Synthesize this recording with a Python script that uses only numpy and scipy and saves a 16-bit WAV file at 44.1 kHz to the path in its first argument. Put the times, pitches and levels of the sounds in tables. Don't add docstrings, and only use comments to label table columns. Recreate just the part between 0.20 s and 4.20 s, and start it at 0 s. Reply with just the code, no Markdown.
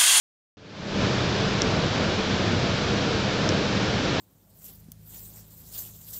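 import sys
import numpy as np
from scipy import signal
from scipy.fft import rfft, irfft
from scipy.io import wavfile
from scipy.ndimage import uniform_filter1d

SR = 44100
rng = np.random.default_rng(int(sys.argv[2]) if len(sys.argv) > 2 else 0)


def bounce(signal):
    frames = np.transpose(np.atleast_2d(signal))
    limited = np.clip(frames, -1, 1)
    pcm = np.round(limited * 32767).astype(np.int16)
    wavfile.write(sys.argv[1], SR, pcm)


N = 176400


def undb(db):
    return 10 ** (np.asarray(db) / 20)


def at_level(x, db):
    return x * undb(db) / np.sqrt(np.mean(x ** 2))


def wander(rate_hz):
    hold = max(int(SR / rate_hz), 2)
    steps = rng.standard_normal(N)[np.arange(N) // hold]
    return 1.3 * uniform_filter1d(uniform_filter1d(steps, hold), hold)


def filtered_noise(response):
    hz = np.maximum(np.arange(N // 2 + 1) * SR / N, 1)
    return irfft(rfft(rng.standard_normal(N)) * response(hz), N)


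def coloured_noise(spectrum):
    corner_hz, db = np.array(spectrum).T
    return filtered_noise(lambda hz: undb(np.interp(np.log(hz), np.log(corner_hz), db)))


def damped_mode(age, hz, t60):
    age = np.maximum(age, 0)
    return np.sin(2 * np.pi * hz * age) * np.exp(-np.log(1000) * np.minimum(age / t60, 10))


def ventilation():
    # f/Hz, relative density level/dB
    rumble_spectrum = [(20, -17.5), (30, -7), (45, -14.5), (65, -6.5), (100, 0), (130, -0.5), (185, 0.5),
                       (230, -3), (300, -3.5), (370, -4.5), (480, -7), (620, -7), (800, -16), (1200, -27.5),
                       (2500, -53.5)]
    # f/Hz, half-power bandwidth/Hz, rms level/dB
    duct_modes = [(100.6, 7, -39.5), (124.2, 7, -39), (300.6, 7, -41), (440.7, 6, -41), (472, 4.6, -44),
                  (502.2, 8.4, -46)]
    rumble = coloured_noise(rumble_spectrum)
    flutter_db = wander(rate_hz=9.02)
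    ducts = np.zeros(N)
    for centre, width, db in duct_modes:
        resonance = filtered_noise(lambda hz: 1 / (1 + 1j * (hz / centre - centre / hz) * centre / width))
        ducts += at_level(resonance, db)
    return at_level(rumble * undb(flutter_db), db=-26) + ducts


def motor_hum():
    pitch_hz = 199 * (1 + 0.00942 * wander(rate_hz=6))
    phase = 2 * np.pi * np.cumsum(pitch_hz) / SR
    waver_db = 2.5 * wander(rate_hz=4.1)
    return at_level(np.sin(phase) * undb(waver_db), db=-36)


def air_hiss():
    # f/Hz, relative density level/dB
    hiss_spectrum = [(300, -15), (800, -1), (1150, -1), (1450, 0), (1750, -1.5), (2000, -5.5), (2250, -2.5),
                     (2700, -4), (3500, -3), (4400, -6), (5100, -8), (5800, -11), (6400, -15.5),
                     (7100, -18.5), (7700, -25), (8200, -37.5)]
    hiss = coloured_noise(hiss_spectrum)
    flutter_db = 0.1 * wander(rate_hz=9)
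    return at_level(hiss * undb(flutter_db), db=-29.5)


def valve_clicks(t):
    # onset t/s, gain level/dB
    clicks = [(1.4186, -9), (3.2904, -13.5)]
    # f/Hz, relative level/dB, 60 dB decay time t/s
    snap_modes = [(3420, -11, 0.015), (4500, -18, .009), (5530, 2, 0.0074), (5900, 4.5, 0.0046),
                  (6500, -10, 0.0049)]
    snap_delay_s, snap_rise_s = 0.00041, 0.00035
    out = np.zeros(N)
    for onset, click_db in clicks:
        touch = undb(-2.5) * damped_mode(t - onset, hz=3920, t60=0.0028)
        snap_age = np.maximum(t - onset - snap_delay_s, 0)
        attack = 1 - np.exp(-snap_age / snap_rise_s)
        ringing = sum(undb(db) * damped_mode(snap_age, hz, t60) for hz, db, t60 in snap_modes)
        out += undb(click_db) * (touch + attack * ringing)
    return out


def scene():
    t = np.arange(N) / SR
    return (ventilation() + motor_hum() + air_hiss() + valve_clicks(t))[None]


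def record(dry):
    open_s, fade_s, opening_db, cutoff_hz = 0.37, 0.45, -26.5, 8100
    age = np.arange(N) / SR - open_s
    fade = (age > 0) * undb(opening_db * np.clip(1 - age / fade_s, 0, 1))
    low_pass = signal.ellip(10, rp=0.2, rs=80, Wn=cutoff_hz, fs=SR, output="sos")
    return signal.sosfilt(low_pass, dry * fade)


dry = scene()
out = record(dry)
bounce(out)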